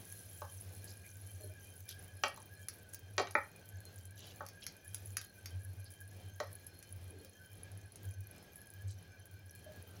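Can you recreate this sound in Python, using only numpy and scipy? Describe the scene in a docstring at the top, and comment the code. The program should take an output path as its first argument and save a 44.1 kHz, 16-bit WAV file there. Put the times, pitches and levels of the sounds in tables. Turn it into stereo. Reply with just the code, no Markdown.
"""A dense sizzle comes first and thins to single spits: soup simmers in a metal pan on a humming stove.
Bubbles bursting on the hot wall are short damped rings over a hiss; the largest add a crack and a low pop.
A wooden spoon strikes the damped modes of the pan and frees clusters of ringing bubbles in the broth.
Two close tones beat in the hum, fan noise carries narrow resonances, and a small kitchen answers the pan.
The listener is a phone with a left and a right microphone port, close by."""
import sys
import numpy as np
from scipy import signal
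from scipy.fft import rfft, irfft
from scipy.io import wavfile

SR = 44100
rng = np.random.default_rng(int(sys.argv[2]) if len(sys.argv) > 2 else 0)


def dump_mix(stems):
    """Bounce the given channels to the path in sys.argv[1] as a 16-bit WAV at rate SR."""
    frames = np.atleast_2d(stems).T  # one column per channel
    limited = np.clip(frames, -1, 1)  # hard clip at full scale
    pcm = np.round(limited * 32767).astype(np.int16)
    wavfile.write(sys.argv[1], SR, pcm)


N = 441000  # samples
TIME, BINS = np.arange(N) / SR, np.fft.rfftfreq(N, 1 / SR)  # s, Hz

# Strength of the boil, which flares when broth is washed up the hot wall.
# Each row: time in seconds, hiss in dB before a common offset.
BOIL_CURVE = [(0.0, -57.5), (3.59, -73), (4.29, -71), (4.65, -72), (5.01, -63.5), (5.24, -70.5),
              (5.65, -67), (5.99, -73), (6.63, -68), (7.38, -73), (8.91, -73), (9.08, -76.5), (10.0, -71)]
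# Colour of the sizzle. Each row: frequency in Hz, relative level in dB.
SIZZLE_COLOUR = [(800, -22), (1500, -12.5), (4000, -11), (6200, -8.5), (8200, -15), (9600, -7.5),
                 (10500, -0.5), (11700, -5), (12500, -16), (13700, -18), (15000, -5.5), (16000, -12)]
# The largest bubbles. Each row: start in seconds, level in dB before a common trim, pitch in Hz,
# pop level in dB before a common boost.
LARGE_SPITS = [(0.1237, -31.5, 10600, -40), (0.843, -34, 10600, -30), (1.89, -29.5, 11200, -18.5),
               (1.91, -36, 10400, -20), (2.2812, -33, 10400, -26), (2.6845, -24, 10600, -18),
               (2.9353, -32.5, 10600, -24), (2.9452, -27, 15300, -23), (3.309, -36, 10100, -15.5),
               (3.6892, -38.5, 11300, -39), (3.9858, -41, 14700, -20), (4.0537, -38, 10800, -39),
               (4.4638, -38, 11400, -13), (4.4868, -34, 15400, -16), (4.6653, -29.5, 11200, -8.5),
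               (4.9452, -24, 10700, -21), (5.0784, -43, 11400, -36), (5.1178, -44, 14900, -35),
               (5.1687, -21, 10800, -12), (5.214, -35.5, 11400, -13), (5.458, -35, 11800, -7),
               (6.668, -33, 11200, -40), (6.8266, -39, 10500, -15.5), (6.8912, -43, 15500, -34),
               (7.2474, -38, 15200, -19), (7.9572, -35.5, 10100, -23)]
SPIT_PAN_DB = -25.5  # left against right: the pan is on the right
SMALL_SPITS_PER_S, SMALL_SPIT_DB, SMALL_SPIT_SPREAD_DB, SMALL_SPIT_DEPTH_DB = 7, -42, 2, -32
# Pitches that the small spits favour. Each entry: pitch in Hz.
SMALL_SPIT_PITCHES = (10600, 11350, 14800, 15400)
# Spoon on pan. Each row: start in seconds, force in dB before a common offset, boost of the thud in dB,
# thud pitch in Hz, hard click in dB, contact edge in Hz, ring time as a factor, left-right in dB.
SPOON_KNOCKS = [(0.418, -21.5, 10, 920, -14.5, 1630, 0.72, -9),
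                (2.2361, -9, 1, 796, -4.5, 3350, 1.53, -17.5), (2.374, -36, 11.5, 850, -5, 1430, 1.1, -13),
                (3.180, -12, 11, 430, 2, 3620, 1.8, -11), (3.197, -14.5, 21, 363, -1, 2540, 0.75, -5),
                (3.271, -24.5, -12, 503, -2, 4000, 1, -7), (3.3518, 3.5, -3, 760, -27, 2320, 0.45, -7),
                (4.406, -16.5, -2, 1260, -27, 1680, 1.24, -16),
                (6.401, -17.5, 16.5, 544, -5, 1980, 0.78, -12.5)]
# Modes of pan and spoon. Each row: frequency in Hz, relative level in dB,
# time to fall 60 dB in seconds before the ring-time factor.
PAN_MODES = [(263.5, -30.5, 0.092), (383, -23.5, 0.086), (430, -27, 0.043), (547, -18.5, 0.046),
             (612, -19, 0.1), (765, -17.5, 0.045), (875, -18.5, 0.057), (1099, -7.5, 0.039),
             (1270, -4.5, 0.021), (1525, -9.5, 0.043), (1650, -5.5, 0.014), (1888, -5, 0.038),
             (2301, -7.5, 0.052), (2443, -10, 0.053), (2750, -4, 0.013), (3202, -5.5, 0.017),
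             (3950, -4.5, .02), (4390, -4, 0.013), (4800, -7, 0.011), (6060, -2, 0.011), (7100, -11, 0.013),
             (10500, -26, 0.0047)]
# Broth stirred or washed up the hot wall. Each row: start in seconds, length in seconds, level in dB,
# central bubble pitch in Hz, spread of pitch in octaves.
BROTH_SLOSHES = [(0.873, 0.046, -55, 5460, 0.87), (1.041, 0.033, -61, 2220, 0.16),
                 (1.393, 0.12, -62.5, 399, 1.46), (1.885, 0.042, -50, 4370, 1.05),
                 (4.172, 0.15, -57, 4370, 1.42), (4.62, 0.022, -49.5, 3840, 1.4),
                 (5.853, 0.034, -60, 4500, .25), (6.72, 0.05, -65.5, 283, 0.63),
                 (7.078, .17, -62, 380, 1.12), (8.88, 0.051, -58.5, 5650, 1.26),
                 (9.654, 0.04, -56.5, 590, 0.059), (9.87, 0.1, -72, 1360, 0.26)]
# Loudness of the hum. Each row: time in seconds, level in dB.
HUM_LEVEL = [(0.0, -55), (0.86, -52.5), (1.06, -58), (1.16, -51.5), (1.54, -50.5), (1.6, -58.5),
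             (2.54, -60.5), (2.6, -53.5), (2.96, -72), (3.04, -50.0), (3.24, -54.5), (3.48, -70),
             (3.68, -60), (3.74, -49), (4.82, -66.5), (4.86, -52.5), (5.18, -52), (5.26, -78), (5.56, -43),
             (5.84, -51.5), (5.88, -62), (6.24, -50), (6.82, -67), (7.0, -47.5), (7.42, -68), (7.72, -51),
             (7.98, -62), (8.08, -45), (8.2, -46), (8.32, -65.5), (8.68, -67), (8.86, -41.5), (9.02, -58),
             (9.98, -58)]
HUM_HZ, BEAT_HZ = 89.7, 8.78  # the lower tone, and its distance from the upper one
UPPER_TONE_DB, DRONE_DB = 2, -65  # the upper tone against the lower; the steady drone under both
# Colour of stove fan and room air. Each row: frequency in Hz, relative level in dB.
AIR_COLOUR = [(20, -16), (60, -0.5), (130, 1), (170, 2), (240, -5.5), (450, -4.5), (750, -7.5), (1000, -16),
              (2000, -13), (4000, -15.5), (6300, -19), (8000, -26), (16000, -23)]
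AIR_DB = -62
# Likeness of the two ports in diffuse sound. Each row: frequency in Hz, left-right likeness from 0 to 1.
PORT_LIKENESS = [(30, 0.86), (100, 0.93), (300, 0.84), (700, 0.45), (1500, 0.086), (5000, 0.17)]
# Resonances in the fan noise. Each row: frequency in Hz, nominal width in Hz, level in dB, left-right in dB.
FAN_RESONANCES = [(1543, 65, -73, -8), (1641, 105, -67.5, -2), (2407, 110, -74, -8.5),
                  (3142, 90, -75, -10.5), (4220, 85, -75.5, 2), (5210, 140, -81.5, -1),
                  (5970, 79, -83.5, -18), (6330, 52, -81, -1)]
# Decay of the kitchen. Each row: frequency in Hz, time to fall 60 dB in seconds.
KITCHEN_DECAY = [(200, 0.15), (700, 0.25), (2000, 0.23), (5000, 0.2), (9000, 0.089), (16000, 0.035)]
EDGE_HZ = 16200  # upper edge of the sound: nothing is heard above it


def gain_of(db):
    """Level and amplitude: 20 dB is a factor of ten."""
    return 10 ** (np.asarray(db) / 20)


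def evened(x):
    """Normalization to an rms of 1."""
    return x / np.sqrt(np.mean(x ** 2) + 1e-20)


def read(points, hz):
    """Interpolation of a curve on a logarithmic frequency scale."""
    point_hz, value = np.transpose(points)
    return np.interp(np.log(hz + 1), np.log(point_hz + 1), value)


def follow(rows):
    """Linear interpolation in time: the columns of a curve, one value a sample."""
    s, *columns = np.transpose(rows)
    return [np.interp(TIME, s, column) for column in columns]


def add(mix, s, sound):
    """Superposition: a sound is summed into the mix from time s."""
    part = mix[:, max(round(s * SR), 0):][:, :sound.shape[1]]
    part += sound[:, :part.shape[1]]


def noise(gain):
    """Spectral shaping: noise of rms 1 with the given spectrum."""
    return evened(irfft(rfft(rng.standard_normal(N)) * gain, N))


def drift(hz):
    """Low-passed noise: slow chance up to the given rate."""
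    return noise(1 / (1 + (BINS / hz) ** 4))


def sides(pan_db):
    """Level difference between the ports: left and right gains whose mean is 1."""
    pair = np.array([[gain_of(pan_db)], [1.]])
    return pair / pair.mean()


def place(x, pan_db):
    """Level and time difference: the sound reaches the left port four samples later."""
    late = np.pad(x, (4, 0))[:len(x)]
    return sides(pan_db) * np.array([late, x])


def causal(points):
    """Minimum phase: the shortest causal ring that has the given spectrum."""
    hz = abs(np.fft.fftfreq(1024, 1 / SR))
    log_gain = np.log(gain_of(read(points, hz)))
    return np.fft.ifft(np.exp(np.conj(signal.hilbert(log_gain)))).real[:256]


def sizzle(spread_db=5, clump_db=4.5, surge_db=2, cycles=3.3, size_db=-56, hiss_db=-2.5,
           calm_per_s=120, count=70):
    """Random superposition: small bubbles of many sizes burst in clumps; the smallest merge into a hiss."""
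    boil_db, = follow(BOIL_CURVE)
    per_s = calm_per_s * gain_of(1.25 * (boil_db + 73.5))  # a harder boil makes more bubbles
    surge = drift(9)
    at = np.flatnonzero(rng.random(N) < per_s * gain_of(clump_db * surge) / SR)
    colour = causal(SIZZLE_COLOUR)
    kinds = [np.convolve(burst(hz, cycles * rng.uniform(0.18, 3.1)), colour)
             for hz in np.linspace(5800, 16000, count)]
    bubbles = np.zeros((2, N))
    for i, (kind, size, side) in zip(at, rng.random((len(at), 3))):
        db = size_db + spread_db * min(-np.log(size), 3.5)
        pan_db = -17 + 12 * (side - .5)
        add(bubbles, i / SR, gain_of(db) * place(kinds[int(kind * count)], pan_db))
    shape = gain_of(read(SIZZLE_COLOUR, BINS))
    lumpy = np.sqrt(100 / np.maximum(per_s, 50))  # a thin boil comes in fits, a dense one evens out
    hiss_gain = gain_of(boil_db + hiss_db + surge_db * lumpy * surge)
    hiss = hiss_gain * sides(-9) * np.array([noise(shape), noise(shape)])
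    return bubbles + hiss


def burst(hz, cycles, echo=0.34):
    """Damped oscillation: a bubble rings briefly, some with a dry snap, and the near pan wall repeats it."""
    t = np.arange(256) / SR
    age = t * hz / cycles
    ping = (1 - np.exp(-6 * age)) * np.exp(-age) * np.sin(2 * np.pi * hz * t)
    snap = np.diff(rng.standard_normal(len(t)), prepend=0) * np.exp(-t / .0002)
    snap *= rng.random() < .5
    reflected = rng.random(len(t)) < .04
    wall = rng.standard_normal(len(t)) * reflected * echo * np.exp(-t / 0.0054)
    wall[0] = 1  # direct sound
    return np.convolve(ping / abs(ping).max() + snap, wall)


def spits(life=0.0025, pop_life=0.0029, crack_db=-6, width_hz=700, rupture=6, trim_db=-23):
    """Impulsive excitation: a film snaps into a ring, a crack and a lower pop; small ones come by chance."""
    out, t = np.zeros((2, N)), np.arange(768) / SR
    bright = causal([(3000, -26), (6500, 5.0), (8200, -1.5), (10500, 12.0), (12000, -8), (13500, -27),
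                     (15200, 12.5), (16500, -1)])
    deep = causal([(500, -35), (1400, 13), (3000, 5.5), (5000, 15.5), (6500, 16.5), (9000, -43)])
    small = [(s, SMALL_SPIT_DB + SMALL_SPIT_SPREAD_DB * rng.standard_normal(),
              rng.choice(SMALL_SPIT_PITCHES), SMALL_SPIT_DEPTH_DB)
             for s in TIME[rng.random(N) < SMALL_SPITS_PER_S / SR]]
    ping_t = t[:len(bright)]
    for s, db, hz, depth_db in list(LARGE_SPITS) + small:
        excitation = rng.standard_normal((2, len(t))) + rupture * (t == 0)
        snap, under = excitation * np.exp(-t / [[life], [pop_life]])
        ping = np.exp(-np.pi * width_hz * ping_t) * np.sin(2 * np.pi * hz * ping_t)
        ring = evened(np.convolve(snap, ping))
        crack = evened(np.convolve(snap, bright))
        pop = evened(np.convolve(under, deep))
        sound = ring + gain_of(crack_db) * crack + gain_of(depth_db + 13) * pop
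        add(out, s + .0007, place(gain_of(db + trim_db) * sound, SPIT_PAN_DB))
    return out


def knocks(grit=0.3, scuff_s=0.0024, low_hz=190, body_hz=480, body_pan_db=0):
    """Modal excitation: wood strikes the soup-damped modes; a soft contact leaves out the high ones."""
    out, t = np.zeros((2, N)), np.arange(SR // 5) / SR
    hz, mode_db, t60 = np.transpose(PAN_MODES)
    signs = (-1.) ** np.arange(len(hz))
    wood = causal([(200, -22.5), (500, -5.5), (950, -3.5), (2200, -6), (6000, 1.0), (9000, -23.0),
                   (16000, -38)])

    def edge(x, order, cutoff_hz, kind):
        """Butterworth filtering about a cutoff."""
        return signal.sosfilt(signal.butter(order, cutoff_hz, kind, fs=SR, output="sos"), x)

    for s, force_db, thud_db, thud_hz, click_db, edge_hz, linger, pan_db in SPOON_KNOCKS:
        spot_db = rng.uniform(-1.9, 1, len(hz))  # each spot on the pan rings a little differently
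        decay = gain_of(mode_db + spot_db - 60 * t[:, None] / (t60 * linger))
        modes = decay * np.sin(2 * np.pi * hz * t[:, None])
        scuff = np.convolve(rng.standard_normal(len(t)) * np.exp(-t / scuff_s), wood)[:len(t)]
        ring = modes @ signs + 10 * grit * scuff
        soft = edge(ring, 12, min(edge_hz, 9000), "low")
        hard = edge(ring, 4, min(edge_hz * 1.2, 11000), "high")
        blow = edge(soft + gain_of(click_db) * hard, 3, low_hz, "high")
        # the place of the blow favours one low band
        thud = signal.lfilter(*signal.iirpeak(thud_hz, 2.5, fs=SR), blow)
        hit = gain_of(force_db - 15.5) * (blow + (gain_of(thud_db) - 1) * thud)
        # the whole pan radiates the low ring, to both ports alike in level
        body = signal.lfilter(*signal.iirpeak(body_hz, 1, fs=SR), hit)
        add(out, s, place(hit - body, pan_db) + place(body, body_pan_db))
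    return out


def sloshes(cycles=6, rise=0.043, crowd=0.3):
    """Bubble resonance with rising pitch: a few large ones gurgle, many small ones swish at each push."""
    out, t = np.zeros((2, N)), np.arange(SR // 10) / SR
    for s, length, db, pitch_hz, octaves in BROTH_SLOSHES:
        count = 5 + int(crowd * length * min(pitch_hz, 4000))
        for when, size, loud in rng.random((count, 3)):
            hz = pitch_hz * 2 ** (octaves * (size - .5))
            age = t * hz / cycles
            envelope = (1 - np.exp(-10 * age)) * np.exp(-age)
            bubble = envelope * np.sin(2 * np.pi * hz * t * (1 + rise * np.tanh(age / 2)))
            share = np.sqrt(length * SR / count) / np.linalg.norm(bubble)
            pan_db = -9 * min(hz / 3000, 1)  # low bubbles sit nearer the middle
            add(out, s + when * length, place(gain_of(db) * share * (.5 + loud) * bubble, pan_db))
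    return out


def hum(waver_rad=0.21, flutter_db=3.0, rumble_db=-11, rumble_width_hz=16):
    """Beating: two close, unsteady tones throb in a rumble; all swell and sink over a faint drone."""
    level_db, = follow(HUM_LEVEL)

    def tone(hz):
        """Phase and amplitude modulation of a cosine by slow chance."""
        phase = 2 * np.pi * hz * TIME + waver_rad * drift(2.9)
        return np.cos(phase) * gain_of(flutter_db * drift(9.2))

    lower, upper = tone(HUM_HZ), tone(HUM_HZ + BEAT_HZ)
    band = 1 / (1 + ((BINS - HUM_HZ - BEAT_HZ / 2) / rumble_width_hz) ** 4)
    throb = evened(lower + gain_of(UPPER_TONE_DB) * upper + gain_of(rumble_db) * noise(band))
    return place(gain_of(level_db) * throb + gain_of(DRONE_DB) * noise(band), -0.87)


def fan(flutter_db=4.5, waver=.25):
    """Partial coherence: a rush most alike in both ports in the bass, with resonances that flutter and waver."""
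    shape, same = gain_of(read(AIR_COLOUR, BINS)), np.clip(read(PORT_LIKENESS, BINS), 0, 1)
    right, other = rfft(rng.standard_normal((2, N)))
    left_db = read([(300, 0.5), (600, 1.0), (1200, -1.0), (5000, -6), (10000, -7.0)], BINS)
    left = (same * right + np.sqrt(1 - same ** 2) * other) * gain_of(left_db)
    rush = evened(irfft(np.array([left, right]) * shape, N))
    out = gain_of(AIR_DB + 2.0 * drift(4.1)) * rush
    for hz, width, db, pan_db in FAN_RESONANCES:
        ring = 1 / (1 + (BINS / (0.42 * width)) ** 3)
        turn = 2 * np.pi * np.cumsum(hz + waver * width * drift(5)) / SR
        tone = np.array([noise(ring) * np.cos(turn) + noise(ring) * np.sin(turn) for port in range(2)])
        out += gain_of(db) * sides(pan_db) * evened(tone * gain_of(flutter_db * drift(8.5)))
    return out


def kitchen(x, wet_db):
    """Reverberation: dense reflections whose treble dies first and stays mostly on the right."""
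    taps = rng.standard_normal((2, SR // 2)) * (rng.random((2, SR // 2)) < .15)
    taps *= np.clip((np.arange(SR // 2) / SR - .002) / 0.00099, 0, 1)  # silent for the first 2 ms
    hz, t, z = signal.stft(taps, SR, nperseg=256)
    same = np.clip(read(PORT_LIKENESS, hz), 0, 1)[:, None]
    left_db = read([(500, 0), (1500, -6), (6000, -7.5), (11000, -14)], hz)[:, None]
    z[0] = (same * z[1] + np.sqrt(1 - same ** 2) * z[0]) * gain_of(left_db)
    colour_db = read([(300, -3.5), (1500, -5.5), (5000, -1.5), (8000, -5.0), (15000, 4.5)], hz)[:, None]
    decay_db = -60 * t / read(KITCHEN_DECAY, hz)[:, None]
    tail = signal.istft(z * gain_of(colour_db + decay_db), SR, nperseg=256)[1]
    tail /= np.linalg.norm(tail[1])
    return x + gain_of(wet_db) * signal.fftconvolve(x.mean(0)[None], tail, axes=1)[:, :N]


def scene():
    """Superposition: the pan sounds excite the kitchen; hum and fan are added without reverberation."""
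    pan = kitchen(sizzle(), wet_db=-17) + kitchen(spits(), wet_db=-0.5)
    spoon = kitchen(knocks(), wet_db=0) + kitchen(sloshes(), wet_db=-5.5)
    return pan + spoon + hum() + fan()


def record(dry):
    """Band limitation: only what lies below the upper edge is kept."""
    low_pass = signal.firwin(401, EDGE_HZ, window=("kaiser", 9), fs=SR)
    return signal.oaconvolve(dry, low_pass[None], "same")


dry = scene()
out = record(dry)
dump_mix(out)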